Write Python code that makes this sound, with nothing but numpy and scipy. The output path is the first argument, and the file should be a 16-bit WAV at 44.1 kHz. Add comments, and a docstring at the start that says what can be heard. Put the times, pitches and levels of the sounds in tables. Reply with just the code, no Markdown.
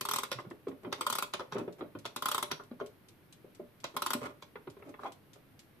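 """Winding a wall clock

A wall clock lying on a wooden bench is wound with a key: four turns, each a run of pawl clicks that ring dial and works.
The key clacks as it takes up and gives back the spring's load; fingers bump it, thudding the case, and it rubs and taps.
The escapement ticks faintly; at the end the key scrapes out of its hole. Small, quiet workshop, heard from close by.
Blows excite banks of decaying modes, one bank a part; filtered noise gives the rasps, the room's tail and its air."""
import sys
import numpy as np
from scipy import signal
from scipy.fft import rfft, irfft
from scipy.io import wavfile

SR = 44100
rng = np.random.default_rng(int(sys.argv[2]) if len(sys.argv) > 2 else 0)


def digitize_waveform(pressure):
    """Quantize a signal to 16-bit integers and store it at the path in sys.argv[1].

    Rows of a 2-D input are taken as channels; values are limited to [-1, 1].
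    """
    field = np.atleast_2d(pressure).T
    bounded = np.clip(field, -1, 1)
    quanta = np.round(bounded * 32767).astype(np.int16)
    wavfile.write(sys.argv[1], SR, quanta)


N = 255780  # length of the scene (samples)
T = np.arange(SR // 4) / SR  # time since a blow (s)
SIDES = np.array([[1], [-1]])  # left, right

# modes of the dial: [pitch_hz, relative_level_db, t60_s]
DIAL_MODES = [(805, -14, .05), (915, -6, .07), (972, -5, .07), (1044, 1, .08), (1090, 1, .06),
              (1200, -2, .05), (1297, 1, .07), (1355, -4, .05), (1419, -1, .07)]

# level of each part under a bump or a rub: (dB at hardness 0, dB at hardness 1)
TOUCH_DIAL_DB, TOUCH_PLATES_DB = (-22.5, 1.5), (-31, -5)
SLIPS_PER_S = 200  # mean rate at which each point of contact slips in a rub or scrape


def teeth():
    """Ratchet kinematics: the spacing of the teeth in time gives the speed of the key."""
    # the pawl drops off a tooth, one list for each turn of the key:
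    # [start_s, click_strength_db, knock_peak_db, knock_pitch_hz]
    turns = [
        [(.0099, -1, -32, 1240), (.0518, -4.5, -26.5, 1195), (.0871, -3, -24.5, 1240), (.1119, -2.5, -24, 1200),
         (.1354, -2, -24.5, 1180), (.160, -2.5, -25, 1120), (.1848, -0.5, -24.5, 1140), (.233, -2, -25.5, 1250)],
        [(1.0094, 0, -23, 1164), (1.0657, 0.5, -19, 1150), (1.0993, -3, -24.5, 1190),
         (1.1255, -2.5, -23.5, 1280), (1.1525, -3.5, -26.5, 1190), (1.1844, -0.5, -22.5, 1160),
         (1.2238, -1.5, -23.5, 1140)],
        [(2.1617, -1, -29, 1170), (2.2223, -3, -25, 1300), (2.2568, -0.5, -21, 1220), (2.285, -3.5, -23, 1230),
         (2.3144, -1, -24.5, 1280), (2.3457, -0.5, -21.5, 1170), (2.3796, -1, -22.5, 1130),
         (2.4262, 2, -22.5, 1240)],
        [(3.9654, 0, -21.5, 1180), (4.0202, 0.5, -22, 1220), (4.062, 0, -22, 1180), (4.1046, -1, -22.5, 1300),
         (4.1332, -0.5, -24.5, 1190)],
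    ]
    usual_teeth_per_s = 34.6
    for turn in turns:
        times, strength, knock_db, hz = np.transpose(turn)
        doublings = np.log2(1 / np.gradient(times) / usual_teeth_per_s)
        yield from zip(times, strength, knock_db, hz, doublings)


def ratchet(case, dial, plates, steel):
    """Impact excitation: the pawl snaps off each tooth and the shock runs through plates and dial into the case."""
    # level at the usual speed, and the change for each doubling: faster is brighter
    steel_base_db, steel_speed_db = -31.5, 7
    plates_base_db, plates_speed_db = -37.5, 3.5
    out = np.zeros((2, N))
    for s, db, knock_db, hz, speed in teeth():
        steel_db = db + steel_base_db + steel_speed_db * speed
        plates_db = db + plates_base_db + plates_speed_db * speed
        add(out, s - .0007, undb(steel_db - 8.5) * snap(t60=0.0051, lo_hz=3480, rise_s=0.0016))
        # the two corners of the tip land a moment apart, which colours every click differently
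        add(out, s + 0.0006, undb(steel_db - 3.5) * chatter(steel(), span_s=0.0014, count=2))
        add(out, s, undb(knock_db + 2.0 * SIDES) * knock(hz, ring_share=0.45))
        works = undb(plates_db + .5) * chatter(plates(), span_s=.001, count=2)
        add(out, s + 0.001116, undb(knock_db - 14) * dial() + works)
        add(out, s + 0.00173, undb(db - 42.5) * case(570))
        rasp = band(snap(t60=0.003, lo_hz=1470, rise_s=0.000095), 1200, 4200, order=1)
        add(out, s + .003, undb(plates_db - 7.5) * judder(rasp, t60=0.067, per_s=400))
        # the pawl bounces once on the next tooth
        bounce = undb(plates_db - 3.5) * plates() + undb(steel_db - 11.5) * steel()
        add(out, s + rng.uniform(0.003, 0.0058), bounce)
    return out


def key_clacks(case, dial, plates, steel):
    """Contact stiffness: the key's square rocks against the arbor; a harder contact excites higher modes."""
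    # the key takes up or gives back the load: [start_s, reference_level_db, hardness (0-1)]
    clacks = [(0.3166, -33.5, 0.93), (0.3867, -40.5, 0.26), (0.3983, -44, 0.48), (0.9262, -33.5, 0.89),
              (1.3377, -34, 0.92), (1.396, -36, 0.47), (1.5235, -37, 0.62), (2.0535, -37, 0.87),
              (2.505, -51, 0), (2.5151, -34, 0.95), (2.598, -42.5, 0), (2.801, -42, 0.32),
              (3.8431, -36, 0.87), (4.4242, -48.5, 0.85), (4.9926, -46, 0), (5.034, -41, 0.26)]
    # level of each part relative to the reference: (dB at hardness 0, dB at hardness 1)
    dial_ends, plates_ends, steel_ends = (-1.5, -5), (-27, -2), (-75, -6.5)
    out = np.zeros((2, N))
    for s, case_db, hardness in clacks:
        dial_db = by_hardness(case_db, hardness, dial_ends)
        plates_db = by_hardness(case_db, hardness, plates_ends)
        steel_db = by_hardness(case_db, hardness, steel_ends)
        rattle = judder(snap(t60=0.0045, lo_hz=1480, rise_s=0.00016), t60=0.08, per_s=900)
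        # a faint dial and plate ring leads into the clack
        add(out, s - .007, undb(dial_db - 15) * dial() + undb(plates_db - 19) * plates())
        add(out, s - .002, undb(plates_db + 6.5) * band(rattle, 1400, 3830, order=1))
        brass = undb(plates_db + 1.0) * chatter(plates(), span_s=0.001947, count=2)
        add(out, s, brass + undb(steel_db - 2.5) * chatter(steel(), span_s=0.00011))
        # a second corner lands
        add(out, s + rng.uniform(0.005, 0.012), undb(plates_db - 5.5) * plates())
        add(out, s - .001, undb(dial_db + 9 + .5 * SIDES) * knock(1110, ring_share=0.48))
        ring = undb(dial_db - 2.5) * chatter(dial(1400), span_s=0.0031)
        shaken = undb(dial_db - 5.0) * judder(flex(1150, rise_s=0.00086), t60=0.058, per_s=500)
        add(out, s, ring + shaken)
        add(out, s + 0.00056, undb(case_db - 4.5) * case(1160))
    return out


def finger_bumps(case, dial, plates):
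    """Low-frequency excitation: soft pushes on the key rock the movement and thud the case."""
    # fingers bump the key:
    # [start_s, reference_level_db, hardness (0-1), thud_pitch_hz, time_to_crest_s]
    bumps = [(.447, -44, 0.4, 368, 0.0056), (.468, -44.5, 0.24, 192, .01), (.509, -37.5, 0.43, 358, 0.0077),
             (.669, -31, 0.23, 423, 0.006), (.68, -37.5, 0.4, 282, 0.013), (.712, -47, 0.69, 410, 0.003),
             (.724, -43, 0, 271, 0.01), (.846, -39, 0.76, 385, 0.0085), (.864, -36, .2, 351, 0.0067),
             (.876, -38, 0, 286, 0.0062), (1.407, -38, 0.78, 551, 0.0057), (1.555, -27.5, 0.37, 390, 0.004),
             (1.565, -31, .55, 380, 0.0031), (1.58, -34.5, 0.6, 420, 0.0043),
             (1.596, -33.5, 0.6, 349, 0.0051), (1.609, -31, 0, 330, .007), (1.677, -31, .25, 400, 0.0056),
             (1.807, -35, 0.66, 323, 0.0085), (1.822, -32.5, 0, 374, .006), (1.95, -35.5, .42, 295, .009),
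             (2.431, -43, 0, 410, 0.0054), (2.712, -39, .32, 250, .007), (2.809, -30, 0.39, 415, 0.0079),
             (3.444, -46, 0.1, 415, 0.0044), (3.596, -36, 0, 396, 0.005), (4.149, -32, 0.3, 270, 0.0048),
             (4.213, -36.5, 0.35, 439, 0.013), (4.261, -43, 0.5, 348, 0.011),
             (4.555, -43, 0.9, 447, 0.0048), (4.671, -38.5, 0.57, 388, 0.0064),
             (4.766, -47.5, 0.5, 420, 0.0078), (4.821, -49.5, 0.76, 430, .006),
             (4.889, -47, 0.37, 310, 0.0089), (4.939, -51, 0.94, 453, 0.0061)]
    out = np.zeros((2, N))
    for s, case_db, hardness, hz, rise_s in bumps:
        dial_db = by_hardness(case_db, hardness, TOUCH_DIAL_DB)
        plates_db = by_hardness(case_db, hardness, TOUCH_PLATES_DB)
        add(out, s - .001, undb(case_db - 4.0) * thud(hz, rise_s))
        add(out, s + 0.00303, undb(case_db - 7.5) * case(hz))
        # skin scuffs over the key
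        add(out, s, undb(dial_db - 5.5) * judder(flex(1080, rise_s=0.0011), t60=0.065, per_s=740))
        ring = undb(dial_db - 4.5) * chatter(dial(950), span_s=0.0094)
        add(out, s + 0.00096, ring + undb(plates_db - 3.0) * chatter(grit(plates), span_s=0.00434))
        # the case rocks back on the bench, softer and lower
        add(out, s + rng.uniform(0.012, .022), undb(case_db - 14) * case(0.65 * hz))
    return out


def key_rubs(case, dial, plates, count=4):
    """Stick-slip friction: a swell of tiny uneven blows, shared among a few points of contact."""
    # the key rubs in its socket:
    # [middle_s, length_s, reference_level_db, hardness (0-1), rub_pitch_hz]
    rubs = [(0.836, 0.028, -51, 0.66, 400), (0.913, .03, -51, 0.1, 350), (0.993, 0.048, -49, .67, 420),
            (1.548, 0.023, -46.5, 0.8, 450), (1.6, 0.073, -47.5, 0.35, 546), (1.796, .039, -50, 0.64, 448),
            (3.948, .023, -45, 0.5, 430), (4.23, .06, -43.5, 0.88, 500), (4.256, 0.044, -42, 0.93, 620),
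            (4.296, 0.05, -51, 0.67, 390), (4.799, .06, -59, 0.57, 420), (4.879, 0.12, -50, 0.41, 397),
            (5.018, 0.039, -57.5, 0.94, 550), (5.062, 0.091, -47.5, 0.6, 503),
            (5.361, 0.032, -54.5, 0.6, 380)]
    out = np.zeros((2, N))
    for s, length, case_db, hardness, hz in rubs:
        dial_db = by_hardness(case_db, hardness, TOUCH_DIAL_DB)
        plates_db = by_hardness(case_db, hardness, TOUCH_PLATES_DB)
        n = int(length * SR)
        for _ in range(count):
            slips = (rng.random(n) < SLIPS_PER_S / SR) * rng.uniform(-1.06, 1, n) * np.hanning(n)
            # energy in proportion to the length, whatever the number of slips
            slips *= np.sqrt(40 * length / count / (np.sum(slips ** 2) + 1e-9))
            body = undb(case_db) * case(hz) + undb(dial_db) * dial(900) + undb(plates_db) * grit(plates)
            # each slip also rasps, metal on metal
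            body = body + undb(plates_db - 1) * snap(t60=0.02, lo_hz=2200, rise_s=0.00017)
            add(out, s - length / 2, signal.fftconvolve(body, slips[None], axes=1))
    return band(out, 136, 6600, order=1)


def withdrawal(dial, plates, count=5):
    """Stick-slip friction: the key's shank scrapes past the rim; its catches flick the dial at several pitches."""
    from_s, to_s = 5.036, 5.08
    level_db, middle_hz = -36, 910
    out = np.zeros((2, N))
    n = int((to_s - from_s) * SR)
    for _ in range(count):
        catches = (rng.random(n) < SLIPS_PER_S / SR) * rng.choice([-1, 1], n) * np.hanning(n) ** .5
        catches /= np.sqrt(count * np.sum(catches ** 2) + 1e-9)
        flick = flex(middle_hz * 2 ** (0.42 * rng.standard_normal()), rise_s=0.0015)
        flick = flick + undb(-7.0) * dial(middle_hz) + undb(-14) * grit(plates)
        add(out, from_s, undb(level_db) * signal.fftconvolve(flick, catches[None], axes=1))
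    return out


def key_taps(key):
    """Free vibration: the loose key taps its arbor and rings."""
    # [start_s, level_db]
    taps = [(.3875, -48.5), (.512, -53.5), (4.556, -52), (4.825, -59), (4.941, -56.5)]
    return strikes(taps, key)


def bench_shoves(bench):
    """Structure-borne sound: the hand shoves the whole clock against the bench, whose top resonates."""
    # [start_s, level_db]
    shoves = [(.345, -44.5), (.455, -47), (1.52, -44.5), (1.555, -47.5), (1.95, -47), (2.515, -47.5),
              (4.673, -48.5)]
    return strikes(shoves, bench)


def escapement(plates, steel):
    """Impact pairs: a tooth lands on the lever with a thin tick; a weaker touch follows."""
    # it beats a little over four times a second, unevenly; the ticks that stand clear of the winding:
    # [start_s, reference_level_db]
    ticks = [(0.502, -56.5), (0.683, -54.5), (1.5823, -46), (1.7252, -56), (1.9877, -51.5), (2.636, -58.5),
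             (2.861, -50.5), (3.085, -52.5), (3.3253, -50), (3.548, -55.5), (3.802, -55.5), (4.7, -54),
             (4.892, -57.5), (5.1206, -50.5), (5.3328, -52), (5.592, -50)]
    out = np.zeros((2, N))
    for s, db in ticks:
        tick = undb(db - 0.5) * snap(t60=0.069, lo_hz=2580, rise_s=0.00016)
        add(out, s, tick + undb(db - 11.5) * steel())
        touch = undb(db - 14.0) * plates() + undb(db - 8.5) * steel()
        add(out, s + rng.uniform(0.0054, 0.0082), touch)
    return band(out, 670, 4800, order=1)


def workshop(x, wet_db, low_t60, high_t60):
    """Reverberation: bench and walls return a short, diffuse, decaying tail."""
    noise = rng.standard_normal((2, len(T)))
    # the low part is more alike in both ears
    low = band(noise[0] + 0.39 * noise[1] * SIDES, 187, 990, order=2) * fade(low_t60)
    high = band(rng.standard_normal((2, len(T))), 900, 10800, order=1) * fade(high_t60)
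    tail = (low + high) * (1 - np.exp(-(T / 0.0021) ** 2))
    tail /= np.sqrt(np.sum(tail ** 2) / 2)
    return x + undb(wet_db) * signal.fftconvolve(x, tail, axes=1)[:, :N]


def room_tone():
    """Stationary noise of a shaped spectrum: a low murmur of air under a wide even hiss."""
    # spectral density of the air: [pitch_hz, relative_density_db (dB per Hz)]
    hush = [(20, -8.5), (55, -11), (100, 2.5), (135, 2), (230, -2.5), (295, -0.5), (640, -13),
            (2100, -18.5), (4000, -26), (7300, -36.5), (9800, -29), (13800, -23.5), (15000, -76)]
    level_db = -62.5  # rms of the two sides' mean
    f = np.maximum(np.arange(N // 2 + 1) * SR / N, 1)
    hz, db = np.transpose(hush)
    mid, side = rfft(rng.standard_normal((2, N))) * undb(np.interp(np.log(f), np.log(hz), db))
    # share of side to mid: the murmur is more alike in both ears than the hiss
    width = np.interp(np.log(f), np.log([40, 130, 2000]), [.65, .28, .9])
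    air = irfft(mid + width * side * SIDES, N)
    return air * undb(level_db) / np.std(air.mean(axis=0))


def part(modes, spread, rattle_db, rattle_t60, crack_db, lo_hz, hi_hz, linger_db, left_db):
    """Modal synthesis: a part rings as a sum of decaying modes; returns a function that strikes it once."""
    contact_octaves = 1.3  # how narrowly a soft contact picks out the modes near its own pitch
    mode_drift = .007  # spread of the detuning from blow to blow, under the changing load (share)
    hz, db, t60 = np.transpose(modes)
    # the contact damps each mode quickly; once it has let go, a faint ring lingers
    decay = fade(t60[:, None]) + undb(linger_db) * t60[:, None] / t60.mean() * fade(0.21)
    rings = (np.exp(2j * np.pi * hz[:, None] * T) * decay).astype(np.complex64)
    # each mode radiates in its own pattern and reaches the two ears with its own phase
    ears = np.exp(1j * spread * SIDES * (-1) ** np.arange(len(hz)))

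    def strike(centre_hz=None):
        """Modal participation: the point of contact weights the modes; loose wheels rattle and keep feeding them."""
        chance = rng.standard_normal((2, len(hz)))
        # divided by t60, so that the level is the height of a mode's spectral peak
        weight = undb(db + 5 * chance[0]) / t60 * np.exp(1j * chance[1])
        if centre_hz:
            weight = weight / (1 + (np.log2(hz / centre_hz) / contact_octaves) ** 2)
        drift = np.exp(2j * np.pi * mode_drift * hz.mean() * rng.standard_normal() * T)
        ring = (((ears * weight).astype(np.complex64) @ rings) * drift).imag
        ring = band(ring, 0.85 * hz[0], 1.088 * hz[-1], order=3)
        rattle = rng.standard_normal(len(T)) * (rng.random(len(T)) < 1500 / SR) * fade(rattle_t60)
        drive = (T == 0) + undb(rattle_db) * rattle / np.linalg.norm(rattle)
        ring = signal.fftconvolve(ring, drive[None], axes=1)[:, :len(T)]
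        # countless weaker modes blur into a short toneless crack
        near, apart = rng.standard_normal((2, len(T)))
        crack = band((near + spread * apart * SIDES) * fade(rattle_t60), lo_hz, hi_hz)
        return unit(unit(ring) + undb(crack_db) * unit(crack)) * undb(SIDES * left_db / 2)
    return strike


def knock(hz, ring_share):
    """Modal superposition: a blow at the dial's centre starts its modes in step, then they beat against each other."""
    crest_s, width_s = .0021, .0012  # time to the crest of the swing, and its half-width
    mode_hz, db, t60 = np.transpose(DIAL_MODES)
    late = T - crest_s
    weight = undb(db + 4.5 * rng.standard_normal(len(db)))
    modes = np.cos(2 * np.pi * mode_hz[:, None] * late) * fade(t60[:, None])
    ring = weight @ modes / weight.sum()
    crest = np.exp(-(late / width_s) ** 2)
    # the dial swings as a whole for about three cycles
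    swing = crest * np.cos(2 * np.pi * hz * late)
    return (1 - ring_share) * swing + ring_share * ring * np.where(late < 0, crest, 1)


def flex(hz, rise_s):
    """Bending: a sheet of metal swings as a whole for a few cycles before it breaks up into its modes."""
    swing = (T / rise_s) ** 2 * np.exp(-(T / rise_s) ** 2) * np.sin(2 * np.pi * hz * T)
    return unit(np.array([swing, swing]))


def thud(hz, rise_s):
    """Pressure-dependent stiffness: the case swings under a fingertip; its pitch settles as the pressure lets off."""
    sag, sag_s = 0.24, 0.012  # fall in pitch (share of hz), and its time constant
    # the pitch passes through hz at the crest
    pitch = hz * (1 + sag * (np.exp(-T / sag_s) - np.exp(-rise_s / sag_s)))
    swing = (T / rise_s) ** 2 * np.exp(-2 * T / rise_s) * np.sin(2 * np.pi * np.cumsum(pitch) / SR)
    return unit(np.array([swing, swing]))


def snap(t60, lo_hz, rise_s):
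    """Broadband contact noise, metal on bare metal: a short noise burst with a slightly softened attack."""
    burst = rng.standard_normal((2, len(T))) * fade(t60) * (1 - np.exp(-(T / rise_s) ** 2))
    return unit(band(burst, lo_hz, 13400, order=2))


def chatter(x, span_s, count=4):
    """Repeated impact: a loose contact lands in several quick touches, each weaker."""
    out = np.zeros_like(x)
    for k in range(count):
        lag = int(span_s * SR * (k + rng.uniform(0, .8)) / count) if k else 0
        out[:, lag:] += undb(-1.5 * k) * x[:, :len(T) - lag]
    return unit(out)


def judder(x, t60, per_s):
    """Random impact train: loose wheels are shaken into a dying run of separate, uneven little blows."""
    blows = (rng.random(len(T)) < per_s / SR) * rng.standard_normal(len(T)) * fade(t60)
    return unit(signal.fftconvolve(x, blows[None], axes=1)[:, :len(T)])


def grit(plates):
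    """Contact low-pass: a padded contact leaves out the top of the plates' ring."""
    return unit(band(plates(2400), 650, 2330, order=2))


def by_hardness(db, hardness, ends_db):
    """Contact stiffness: a harder contact passes more or less of the blow to a part, between two end levels."""
    return db + ends_db[0] + (ends_db[1] - ends_db[0]) * hardness


def strikes(events, body):
    """Linear superposition of single plain blows on one part."""
    out = np.zeros((2, N))
    for s, db in events:
        add(out, s, undb(db) * body())
    return out


def add(out, s, x):
    """Superposition: mix x into out at time s."""
    i = max(int(s * SR), 0)
    out[:, i:i + x.shape[1]] += x[:, :max(N - i, 0)]


def unit(x):
    """Energy normalisation: scale a ring so that its energy equals 10 ms at level 1."""
    return x / np.sqrt(np.sum(x ** 2) / 2 / (SR / 100))


def band(x, lo_hz, hi_hz, order=3):
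    """Causal band-pass filtering."""
    sos = signal.butter(order, [lo_hz, min(hi_hz, SR / 2 - 1)], "band", fs=SR, output="sos")
    return signal.sosfilt(sos, x)


def fade(t60):
    """Viscous damping: exponential decay by 60 dB in t60 seconds."""
    return np.exp(-np.log(1000) * T / t60)


def undb(db):
    """Logarithmic level: decibels to gain."""
    return 10 ** (np.asarray(db) / 20)


def scene():
    """Shared resonators: all blows ring the same four parts of the clock, the key and the bench."""
    # modes of the pressed steel case: [pitch_hz, relative_level_db, t60_s]
    case_modes = [(127, -4, .14), (178, -4, .12), (255, -2, .08), (281, -1, .08), (362, 0, .06),
                  (411, 3, .08), (430, -3, .05), (505, -5, .05), (535, -4, .05), (591, 1, .065),
                  (668, -7, .035)]
    # modes of the movement's brass plates: [pitch_hz, relative_level_db, t60_s]
    plate_modes = [(1992, -3, .06), (2110, -1, .025), (2260, -3, .025), (2400, -5, .03), (2572, -1, .035),
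                   (3120, 1, .018), (3326, 4, .04), (3393, 4, .04), (3590, 1, .025), (3730, 2, .025),
                   (3960, 3, .022), (4390, -1, .02), (4670, 0, .016), (5050, -4, .02), (5530, -4, .02),
                   (5712, -1, .022)]
    # modes of the steel pawl and its spring: [pitch_hz, relative_level_db, t60_s]
    steel_modes = [(6230, -3, .015), (7117, 0, .018), (8037, 2, .015), (8310, 1, .014), (8700, -3, .015),
                   (9000, -3, .018), (9350, -2, .018), (9600, -2, .018), (9900, 1, .018), (10320, -3, .03),
                   (10767, -3, .015), (11130, -3, .02), (11680, 2, .02), (12080, -1, .02), (13000, 3, .02),
                   (13500, 1, .022), (13900, 1, .02), (14174, 4, .024)]
    # modes of the key: [pitch_hz, relative_level_db, t60_s]
    key_modes = [(1790, -5, .03), (1900, -1, .03), (2020, 0, .035), (2650, -8, .03)]
    # modes of the bench top: [pitch_hz, relative_level_db, t60_s]
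    bench_modes = [(110, -7, .15), (127, 0, .18), (155, -1, .13)]
    case = part(case_modes, spread=0.35, rattle_db=-3.5, rattle_t60=0.082, crack_db=-12.5,
                lo_hz=134, hi_hz=710, linger_db=-10, left_db=-0.5)
    dial = part(DIAL_MODES, spread=0.84, rattle_db=-25.0, rattle_t60=0.059, crack_db=-2.5,
                lo_hz=843, hi_hz=1440, linger_db=-49, left_db=-3.0)
    plates = part(plate_modes, spread=0.95, rattle_db=-4, rattle_t60=0.083, crack_db=-4,
                  lo_hz=1670, hi_hz=4320, linger_db=-74.0, left_db=-1.0)
    steel = part(steel_modes, spread=0.81, rattle_db=2.0, rattle_t60=0.026, crack_db=-6,
                 lo_hz=5000, hi_hz=14600, linger_db=-32, left_db=3.0)
    key = part(key_modes, spread=0.68, rattle_db=-9, rattle_t60=0.027, crack_db=-5,
               lo_hz=1650, hi_hz=2030, linger_db=-56, left_db=2.5)
    bench = part(bench_modes, spread=0.18, rattle_db=0, rattle_t60=0.18, crack_db=-23,
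                 lo_hz=98, hi_hz=165, linger_db=-17, left_db=-2.5)
    winding = ratchet(case, dial, plates, steel) + key_clacks(case, dial, plates, steel)
    handling = finger_bumps(case, dial, plates) + key_rubs(case, dial, plates)
    handling = handling + withdrawal(dial, plates) + key_taps(key) + bench_shoves(bench)
    blows = winding + handling + escapement(plates, steel)
    return workshop(blows, wet_db=-11.0, low_t60=0.25, high_t60=0.25) + room_tone()


def record(dry):
    """Band limitation: a steep elliptic low-pass cuts the top."""
    top_hz = 14400
    return signal.sosfilt(signal.ellip(8, .2, 70, top_hz, fs=SR, output="sos"), dry)


dry = scene()
out = record(dry)
digitize_waveform(out)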